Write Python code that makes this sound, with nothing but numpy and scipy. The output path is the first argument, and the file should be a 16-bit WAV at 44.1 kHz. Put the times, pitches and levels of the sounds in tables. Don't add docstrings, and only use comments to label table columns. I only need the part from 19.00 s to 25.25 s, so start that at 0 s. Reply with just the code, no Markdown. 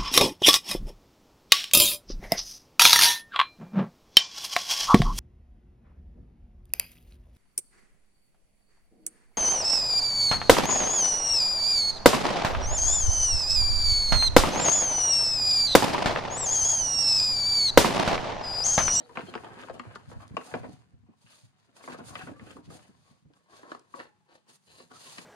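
import sys
import numpy as np
from scipy import signal
from scipy.fft import rfft, irfft
from scipy.io import wavfile
from scipy.ndimage import uniform_filter1d

SR = 44100
rng = np.random.default_rng(int(sys.argv[2]) if len(sys.argv) > 2 else 0)


def bounce(signal):
    frames = np.transpose(np.atleast_2d(signal))
    limited = np.clip(frames, -1, 1)
    pcm = np.round(limited * 32767).astype(np.int16)
    wavfile.write(sys.argv[1], SR, pcm)


N = 275625
T = np.arange(N) / SR

# (t/s, level at 500-2200 Hz/dB, body at 170-500 Hz relative to that/dB,
# edge above 2200 Hz relative to that/dB, ring time as a share of the panel's own, contact resonance f/Hz)
CONTACTS = [(0.093, -48.5, -2, -24, 3.6, 895), (0.172, -25, -8.5, -7.5, 0.33, 1300),
            (0.176, -30.5, -25, -22, 0.24, 546), (0.193, -37, 1.5, -7, 0.65, 513),
            (0.207, -39.5, -6, -2, 1.7, 1500), (0.339, -32.5, -11, -2.5, 1.2, 1210),
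            (0.3525, -27.5, -2.5, -9.5, 0.86, 585), (0.377, -39, -25, -2, 1.3, 1520),
            (0.435, -41.5, -3, -19, 1.3, 714), (0.445, -37.5, -10, -9, 1.5, 695),
            (0.468, -42.5, -1.5, -25, 0.48, 1320), (0.601, -50, -14, 3.5, 0.78, 1900),
            (0.644, -50.5, 6.5, -10, 0.42, 1010), (0.685, -40, -14, -18, 0.44, 597),
            (0.697, -32, -3, -16, 1.9, 504), (0.796, -31, -10, -4.5, 0.74, 1110),
            (0.85, -48.5, -2, -16, 0.84, 1190), (0.957, -33.5, -9.5, -9.5, 0.67, 1040),
            (1.099, -49, -16, -20, 0.47, 730), (1.115, -43.5, 0, -8, 0.59, 740),
            (1.368, -21.5, -15, -8, 0.55, 920), (1.374, -34, 2, -9, 0.93, 460),
            (1.411, -43.5, -10, -5, 0.98, 1100), (1.539, -27, 1, -4, 0.66, 1370),
            (1.544, -29.5, -9, -16, 1, 610), (1.55, -34, -3, -9, 1.2, 650),
            (1.566, -41.5, 4, -20, 0.75, 563), (1.642, -40.5, 3, -19, 1.7, 780),
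            (2.839, -42, -6, -4.5, 1.8, 1200), (2.876, -34, -6, -26, 2.2, 890),
            (2.92, -44, 2, 0, 2.3, 1400), (2.943, -39.5, -0.5, -13, 1.7, 1140),
            (3.003, -43, -2, -14, 0.74, 694), (3.154, -31.5, -16.5, -6.5, 1.05, 2820),
            (3.211, -41, -11, -14, 0.58, 1580), (3.221, -54, -13, -20, 0.27, 1270),
            (3.272, -39, -3, -15, 1, 1080), (3.287, -48, -11, -15, 0.7, 910),
            (3.395, -47.5, -6, -3, 0.42, 1480), (3.507, -50, -13, 4.5, 0.63, 3060),
            (3.567, -44, -0.5, -29, 1.5, 990), (3.702, -48, 2, -11, 1.44, 1300),
            (4.336, -60, -18, -2.5, 0.36, 1130), (4.631, -44.5, 1, -26, 1.2, 900),
            (4.717, -28.5, -4, -13.5, 0.52, 1000), (4.748, -34.5, -6.5, -16, 0.55, 1060),
            (4.939, -32.5, -9.5, -34, 1.8, 1010), (4.992, -40, -5, -11, 0.89, 1130),
            (5.0, -32.5, -14, -8, 1.1, 1610), (5.801, -46, 0.5, -10, 1.4, 700),
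            (6.182, -36, -7.5, 1, 0.71, 1060)]
# (f/Hz, level per Hz/dB)
CRACK_SPECTRUM = [(50, -12.5), (120, 5.5), (300, 5), (600, 5.5), (1300, 8), (2600, -2.5), (3800, -12),
                  (5000, -12), (5800, -26.5), (6700, -20), (11000, -40), (14000, -47.5)]


def undb(db):
    return 10 ** (np.asarray(db) / 20)


def unit(x):
    return x / np.sqrt(np.mean(x ** 2))


def convolve(x, response):
    return signal.fftconvolve(np.atleast_2d(x), np.atleast_2d(response), axes=-1)[:, :x.shape[-1]]


def colour(x, points):
    size = 4096
    hz, db = np.transpose(points)
    bin_hz = np.arange(size // 2 + 1) * SR / size
    log_gain = np.log(undb(np.interp(np.log(bin_hz + 1), np.log(hz), db)))
    fold = 1 + np.sign(size // 2 - np.arange(size))
    fold[0] = 1
    return convolve(x, irfft(np.exp(rfft(irfft(log_gain) * fold))))


def band(x, hz, kind, order=3):
    return signal.sosfilt(signal.butter(order, hz, kind, fs=SR, output="sos"), x)


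def favour(x, hz, db):
    peak = signal.lfilter(*signal.iirpeak(hz, 1.8, fs=SR), x)
    return x + (undb(db) - 1) * peak


def add(out, s, x):
    i = max(int(s * SR), 0)
    out[..., i:i + x.shape[-1]] += x[..., :N - i]


def fade(t, t60):
    return np.exp(-np.log(1000) * t / t60)


def walk(rate, size=N):
    k = int(SR / rate)
    held = rng.standard_normal(size)[np.arange(size) // k]
    return uniform_filter1d(held, k)


def grains(n, per_s, spread_db):
    sizes = undb(spread_db * np.minimum(rng.exponential(size=(3, n)), 4))
    happens = rng.random((3, n)) < per_s / SR
    return unit(happens * sizes * rng.choice([-1, 1], (3, n)))


def ports(x, lag_ms, scatter_db, scatter_t60):
    t = T[:SR // 8]
    burst = rng.standard_normal((2, len(t))) * fade(t, scatter_t60)
    response = undb(scatter_db) * unit(burst) / np.sqrt(len(t))
    response[0, 0] += 1
    response[1] += np.sinc((t - lag_ms / 1000) * SR)
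    return convolve(x, response) / np.sqrt(1 + undb(2 * scatter_db))


def wide(streams, lag_ms, diffuse_db):
    late = np.interp(T - lag_ms / 1000, T, streams[0])
    mix = np.array([streams[0], late]) + undb(diffuse_db) * streams[1:]
    return mix / np.sqrt(1 + undb(2 * diffuse_db))


def yard():
    # (f/Hz, level per Hz/dB)
    air_spectrum = [(30, -32), (60, -24), (100, -2.5), (200, 12.5), (400, -25.5), (1000, -2.5),
                    (2500, -9.5), (8000, -20), (12000, -26.5), (13500, -40)]
    level_db = -76
    air = unit(colour(rng.standard_normal((2, N)), air_spectrum))
    return undb(level_db) * air * undb(walk(0.56))


def shed(x):
    t = T[:SR * 3 // 4]
    tail = rng.standard_normal((2, len(t))) * fade(t, 0.28) * (1 - fade(t, 0.0039))
    tail = colour(tail, [(100, -3.0), (900, -8.5), (3000, -8.5), (10000, -12)])
    return undb(-12.5) * convolve(x, unit(tail) / np.sqrt(len(t)))


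def lifted():
    return np.clip((T - 3.8) / .5, 0, 1)


def work():
    # (t/s, rubbing reference level/dB, bending reference level/dB)
    effort = [(0.0, -61, -101), (0.09, -56, -62), (0.36, -50, -57.5), (0.681, -54.5, -64),
              (1.18, -58.5, -57.5), (1.33, -58.5, -64), (1.39, -56, -99), (1.55, -51, -48),
              (1.81, -62, -66.5), (1.979, -76.5, -63), (2.25, -77.5, -82), (2.8, -65.5, -74),
              (2.99, -54.5, -57.5), (3.1, -55.5, -54), (3.52, -61.5, -56.5), (3.63, -70.5, -60.5),
              (3.74, -52.5, -60), (4.23, -83.5, -75.5), (4.53, -59, -92), (4.63, -58, -82),
              (5.12, -69, -73.5), (5.61, -76, -101), (5.71, -79, -70), (5.99, -62, -77), (6.25, -85, -92)]
    s, rub_db, bend_db = np.transpose(effort)
    return undb(np.interp(T, s, rub_db)), undb(np.interp(T, s, bend_db))


def clothes():
    # (middle t/s, length/s, level/dB, sheen above 6 kHz relative/dB)
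    sweeps = [(0.0, 0.053, -57.5, -11), (0.244, 0.32, -61.5, -2), (0.432, 0.14, -68, 1),
              (0.627, 0.18, -62, 0), (0.746, 0.064, -62.5, 1.5), (0.956, 0.019, -47.5, -10),
              (1.11, 0.098, -59.5, -2), (1.219, 0.074, -61, 0), (1.473, 0.28, -58.5, 2),
              (1.704, 0.34, -67, -3), (2.343, 0.4, -61, -0.5), (2.622, 0.28, -76, -7),
              (2.78, 0.1, -58, -0.5), (2.86, 0.17, -57, 0), (2.923, 0.1, -54, -3.5),
              (2.986, 0.051, -55.5, -6), (3.086, 0.14, -56, 4), (3.198, 0.34, -58, 0),
              (3.501, 0.28, -62.5, 1), (3.654, 0.066, -61.5, -9), (3.718, 0.067, -57, 1),
              (3.75, 0.094, -58.5, 2.5), (3.838, 0.31, -69.5, 1), (4.07, 0.42, -69, -3),
              (4.371, 0.12, -76, 1), (4.57, 0.19, -57, -5.5), (4.71, 0.21, -61, -6),
              (4.988, 0.24, -62, -1.5), (5.338, 0.17, -70.5, -3.5), (5.5, 0.062, -58.5, 0),
              (5.543, 0.08, -60.5, 3), (5.764, 0.37, -64.5, 4), (5.952, 0.11, -54, -5),
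              (6.085, 0.4, -51, 0), (6.197, 0.44, -55.5, 0)]
    # (f/Hz, level per Hz/dB)
    cloth_spectrum = [(50, -30.5), (130, 1), (300, 0.5), (1100, 4.5), (2000, -3), (3200, 1.5), (4800, 2.5),
                      (5700, -6), (6700, 2.5), (7700, -8), (8400, -0.5), (10800, -4), (12300, -10),
                      (13400, -33.5), (15500, -19)]
    rustle_db = -16.5
    edge_db = -28.5
    power = np.tile((work()[0] * undb(rustle_db)) ** 2, (2, 1))
    for s, length, db, sheen_db in sweeps:
        near = np.abs(T - s) < length
        sweep_db = db + edge_db * (2 * (T[near] - s) / length) ** 2
        power[:, near] += undb([sweep_db, sweep_db + sheen_db]) ** 2
    fibres = grains(N, per_s=4500, spread_db=3.3) * undb(2.5 * walk(80))
    cloth = unit(colour(fibres, cloth_spectrum))
    dull = band(cloth, 6000, "low") * np.sqrt(power[0])
    sheen = band(cloth, 6000, "high") * np.sqrt(power[1])
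    swish = dull + sheen
    return swish[1:] + ports(swish[0], lag_ms=0.0048, scatter_db=11.0, scatter_t60=0.046)


def frame_ring():
    # (t/s, level/dB, f/Hz of the part that is hit, ring time t60/s)
    bumps = [(1.55, -47, 721, 0.49), (4.717, -78, 1040, .7), (4.94, -67, 840, 1.96)]
    modes = [(1, 0, 1), (3.2, -15, 0.42)]  # (pitch ratio, level/dB, share of the ring time)
    out, t = np.zeros(N), T[:SR]
    for s, db, hz, t60 in bumps:
        for ratio, mode_db, share in modes:
            phase = 2 * np.pi * hz * ratio * t
            shimmer = walk(60, size=SR) * np.sin(phase) + walk(60, size=SR) * np.cos(phase)
            add(out, s, undb(db + mode_db) * fade(t, t60 * share) * shimmer)
    return out


def ticks():
    # (t/s, peak level/dB)
    grit_snaps = [(0.614, -46), (0.793, -50), (1.278, -48.5), (2.835, -49), (3.511, -47), (3.701, -51),
                  (4.794, -45), (5.043, -61)]
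    out, t = np.zeros(N), T[:SR // 20]
    for s, db in grit_snaps:
        snap = band(rng.standard_normal(len(t)), [3000, 10000], "band") * fade(t, 0.018)
        add(out, s, undb(db) * snap / np.abs(snap).max())
    return ports(out, lag_ms=.2, scatter_db=-4, scatter_t60=.02)


def crackle():
    # (f/Hz, level per Hz/dB)
    dust_spectrum = [(300, -20), (900, 5), (2600, 1), (4800, -1.5), (5800, -14.5), (7000, -10),
                     (11000, -24), (14000, -35)]
    level_db = -12.5
    snaps = unit(colour(grains(N, per_s=220, spread_db=2.5), dust_spectrum))
    return wide(snaps * work()[0] * undb(level_db) * (1 - lifted()), lag_ms=0.14, diffuse_db=-6)


def chatter():
    level_db = -8.5
    taps = unit(colour(grains(N, per_s=45, spread_db=-5.5), CRACK_SPECTRUM))
    return wide(taps * work()[0] * undb(level_db) * (1 - lifted()), lag_ms=0.41, diffuse_db=12.5)


def squeaks():
    # (t/s, length/s, start f/Hz, end f/Hz, level/dB, waver as a share of the pitch)
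    squeak_table = [(0.0, 0.071, 3910, 3930, -64, 0.011), (0.0, 0.08, 4250, 4450, -68, 0.017),
                    (0.0, 0.06, 3570, 3570, -84, 0.011), (0.0, 0.21, 487, 463, -55, 0.052),
                    (0.266, 0.045, 3200, 3180, -54, .004), (0.262, 0.044, 4270, 4080, -57, 0.0061),
                    (3.193, 0.049, 762, 753, -45, .015), (3.2, 0.032, 1546, 1395, -41, 0.04),
                    (3.338, 0.072, 1143, 1185, -51.5, 0.015), (3.32, 0.048, 1564, 1800, -60, .012),
                    (3.482, 0.049, 1210, 1260, -52.5, .015), (5.929, 0.055, 1250, 1290, -52, 0.06),
                    (6.052, 0.049, 1140, 996, -55, 0.026)]
    out = np.zeros(N)
    for s, length, start_hz, end_hz, db, waver in squeak_table:
        n = int(length * SR)
        hz = np.linspace(start_hz, end_hz, n) * (1 + waver * walk(500, size=SR)[:n])
        grip = np.hanning(n) ** .5 * undb(3 * walk(150, size=SR)[:n])
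        add(out, s, undb(db) * grip * np.sin(2 * np.pi * np.cumsum(hz) / SR))
    return ports(out, lag_ms=.04, scatter_db=-8, scatter_t60=.03)


def flexing():
    # (t/s, peak level/dB, f/Hz)
    thuds = [(0.171, -47, 85), (0.232, -39, 190), (0.282, -32, 360), (0.568, -42, 234), (0.696, -43, 74),
             (0.861, -40.5, 115), (1.072, -38.5, 85), (1.098, -45.5, 171), (1.154, -35.5, 84),
             (1.304, -37.5, 117), (1.338, -36.5, 183.5), (1.549, -33, 244), (1.6, -40, 127),
             (1.685, -34.5, 193), (1.728, -42.5, 148), (1.93, -48.5, 105), (2.027, -52, 130),
             (2.086, -43.5, 220), (2.239, -53.5, 135), (2.43, -49.5, 121), (3.004, -37.5, 239),
             (3.23, -37, 173), (3.285, -34, 318), (3.312, -34.5, 282), (3.413, -41, 208), (3.554, -39, 262),
             (3.584, -39, 286), (3.674, -39.5, 162), (3.747, -43, 310), (3.886, -47, 202),
             (4.107, -52, 156), (4.217, -59, 152), (4.248, -51, 143), (4.281, -64.5, 186),
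             (4.298, -50, 287), (5.687, -64, 161), (5.83, -58, 173), (6.182, -41, 206)]
    # (f/Hz, level per Hz/dB)
    rumble_spectrum = [(25, -35.5), (45, -14), (75, 4.5), (130, 6), (240, 0), (350, -22), (600, -34),
                       (2000, -55)]
    rise_cycles, thud_t60, shudder_db = 5.4, 0.079, -3
    shift_rad, shift_hz = 2.2, 101
    rumble_db = -2.5
    out, t = np.zeros((2, N)), T[:SR // 6]
    for s, db, hz in thuds:
        shudder = unit(band(rng.standard_normal((2, len(t))), [hz * .6, hz * 1.9], "band", order=2))
        lag_rad = np.array([[0], [shift_rad * shift_hz / hz]])
        mode = np.sin(2 * np.pi * hz * t - lag_rad)
        swell = (1 - fade(t, rise_cycles / hz)) ** 2 * fade(t, thud_t60)
        swing = swell * (mode + undb(shudder_db) * shudder)
        add(out, s, undb(db) * swing / np.abs(swing).max())
    rumble = unit(colour(grains(N, per_s=55, spread_db=3.0), rumble_spectrum))
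    return out + wide(rumble * work()[1] * undb(rumble_db), lag_ms=0.74, diffuse_db=12.0)


def panel_ring(share):
    # (f/Hz, level/dB, t60/s for a share of 1)
    modes = [(255.7, -4, 0.086), (349, -3.5, 0.088), (441.3, -0.5, 0.054), (542, -3, 0.06),
             (648, -3, 0.058), (726, -10, 0.18), (937, -7.5, 0.14), (1094, -0.5, 0.048),
             (1290, -4.5, 0.065), (1537, 4.5, 0.023), (1735, -11, 0.15), (2580, 0, 0.0088),
             (2995, -13.5, 0.064), (4230, -25, 0.067)]
    t = T[:SR // 4]
    hz, db, t60 = np.transpose(modes)[:, :, None]
    weight, detune, side = rng.standard_normal((3, len(modes), 1))
    waves = np.sin(2 * np.pi * hz * (1 + 0.025 * detune) * t)
    gain = np.sign(side) * undb(db + 0.92 * weight)
    return np.sum(gain * waves * fade(t, t60 * share), axis=0)


def rubbing(n):
    # (f/Hz, level per Hz/dB)
    grit_spectrum = [(50, -45), (130, -2), (270, 7.5), (500, 6), (790, 5), (1100, -15), (1700, -8),
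                     (2500, -12.5), (4500, -23.5), (6000, -39), (12000, -63.5)]
    slips = grains(n, per_s=800, spread_db=3.7) * undb(3 * walk(70, size=n))
    place = walk(7, size=N)[:n] * np.pi / 2
    ring_a = convolve(slips, panel_ring(.65))
    ring_b = convolve(slips, panel_ring(.65))
    ring = np.cos(place) * ring_a + np.sin(place) * ring_b
    return unit(unit(colour(slips, grit_spectrum)) + unit(ring))


def scrape():
    # (t/s, length/s, level below 2200 Hz at full force/dB,
    # brightness above 2200 Hz relative to that/dB, contact resonance f/Hz)
    drags = [(0, 0.015, -44.5, -11.5, 494), (0.153, 0.048, -41.5, -7, 950), (0.265, 0.034, -48, -5.5, 3320),
             (0.43, 0.046, -42, -15, 736), (0.5, 0.081, -48.5, -4, 1210), (0.586, 0.042, -47.5, -5, 1100),
             (0.672, 0.014, -49.5, -4, 516), (0.739, 0.025, -43.5, -12, 487),
             (0.829, 0.12, -55, -4.5, 1040), (1.12, 0.018, -45.5, -16, 890), (1.2, 0.03, -47.5, -10, 1040),
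             (1.459, 0.088, -49.5, -10.5, 900), (1.512, 0.025, -48, -10, 960),
             (1.63, 0.023, -44, -15.5, 353), (2.06, 0.071, -66, -10.5, 980), (2.26, 0.069, -71, 8.5, 1100),
             (2.76, 0.087, -57, -13, 890), (2.895, 0.034, -46, -11, 990), (2.984, 0.03, -45.5, -24, 720),
             (3.075, 0.075, -47.5, -33, 970), (3.185, 0.023, -44.5, -5.5, 2750),
             (3.266, 0.021, -42.5, -18.5, 270), (3.389, 0.085, -55.5, -10, 1240),
             (3.465, 0.058, -52.5, -9, 3030), (3.7, 0.04, -49.5, -15, 484), (3.82, 0.042, -64, 0, 810),
             (4.04, 0.12, -63.5, -9, 1000), (4.475, 0.18, -51.5, -32, 1100),
             (4.636, 0.07, -50.5, -23, 1180), (4.935, 0.051, -43.5, -26, 503),
             (4.988, 0.022, -39.5, -9.5, 1830), (5.275, 0.081, -55, -8.5, 820),
             (5.46, 0.051, -55.5, -8.5, 296), (5.655, 0.16, -57.5, -2, 4330),
             (5.893, 0.056, -46.5, -13.5, 1140), (6.031, 0.07, -59, 3, 2550),
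             (6.171, 0.014, -47.5, -2.5, 2500)]
    rub_db = -3.5
    skid_delay_s, skid_s, skid_db, skid_bright_db = .012, 0.023, -58, -22
    blow_db, skid_growth = -36, 0.3
    attack_share, free_attack_share = 0.2, 0.98
    release_t60 = 0.15
    out, t = rubbing(N) * work()[0] * undb(rub_db), T[:SR // 3]
    skids = [(s + skid_delay_s, skid_s, skid_db + skid_growth * (db - blow_db), skid_bright_db, hz)
             for s, db, *_, hz in CONTACTS]
    for s, length, db, bright_db, hz in list(drags) + skids:
        slips = favour(rubbing(len(t)), hz, db=7.5)
        dull = unit(band(slips, 2200, "low"))
        sharp = unit(band(slips, 2200, "high"))
        rise_s = length * np.interp(s, [3.8, 4.3], [attack_share, free_attack_share])
        release = fade(np.maximum(t - length, 0), release_t60)
        force = undb(db) * (1 - fade(t, rise_s)) ** 2 * release
        add(out, s, force * (dull + undb(bright_db) * sharp))
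    resting = wide(out, lag_ms=0.19, diffuse_db=1.0)
    free = wide(out, lag_ms=0.25, diffuse_db=-5.0)
    return (1 - lifted()) * resting + lifted() * free


def knocks():
    out, t = np.zeros((2, N)), T[:SR // 4]
    for s, db, body_db, edge_db, share, hz in CONTACTS:
        share = max(share, .25)
        snap = fade(t, 0.049 * share) + undb(8.0) * fade(t, 0.0073)
        crack = colour(rng.standard_normal(len(t)) * snap, CRACK_SPECTRUM)
        blow = favour(unit(panel_ring(share)) + undb(1.5) * unit(crack), hz, db=13.5)
        lag_ms = np.interp(s, [.8, 1.4, 4.7], [.04, .15, .24])
        blow = ports(blow, lag_ms, scatter_db=-1.0, scatter_t60=0.041)
        body = band(blow, [170, 500], "band")
        middle = band(blow, [500, 2200], "band")
        edge = band(blow, 2200, "high")
        for part, part_db in (body, db + body_db), (middle, db), (edge, db + edge_db):
            loudest = np.sqrt(uniform_filter1d(np.mean(part ** 2, axis=0), size=180).max())
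            add(out, s, part * undb(part_db) / loudest)
    return out


def scene():
    # (f/Hz, level/dB)
    freed = [(130, -7), (230, -8.5), (370, 1), (520, -2.5), (760, -5.5), (1080, 0.5), (1450, -5),
             (1850, 0.5), (2400, -3.5), (4500, 8)]
    panel = knocks() + scrape() + chatter()
    panel = (1 - lifted()) * panel + lifted() * colour(panel, freed)
    near = panel + crackle() + ticks() + squeaks() + flexing() + clothes() + frame_ring()
    return near + shed(near) + yard()


def record(dry):
    left = colour(dry[0], [(150, 4.0), (380, -3.5), (1200, -0.5), (2400, -1.0),
                           (4500, 1.5), (8000, -3.0), (13000, -7.0)])
    right = colour(dry[1], [(150, 3.0), (380, -2.1), (1200, -4.0), (2400, -1.5),
                            (4500, -2.5), (8000, 3.0), (13000, -2.5)])
    bass_cut = band(np.vstack([left, right]), 50, "high")
    top_hz = 15700
    return signal.sosfilt(signal.ellip(8, .2, 70, top_hz, fs=SR, output="sos"), bass_cut)


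dry = scene()
out = record(dry)
bounce(out)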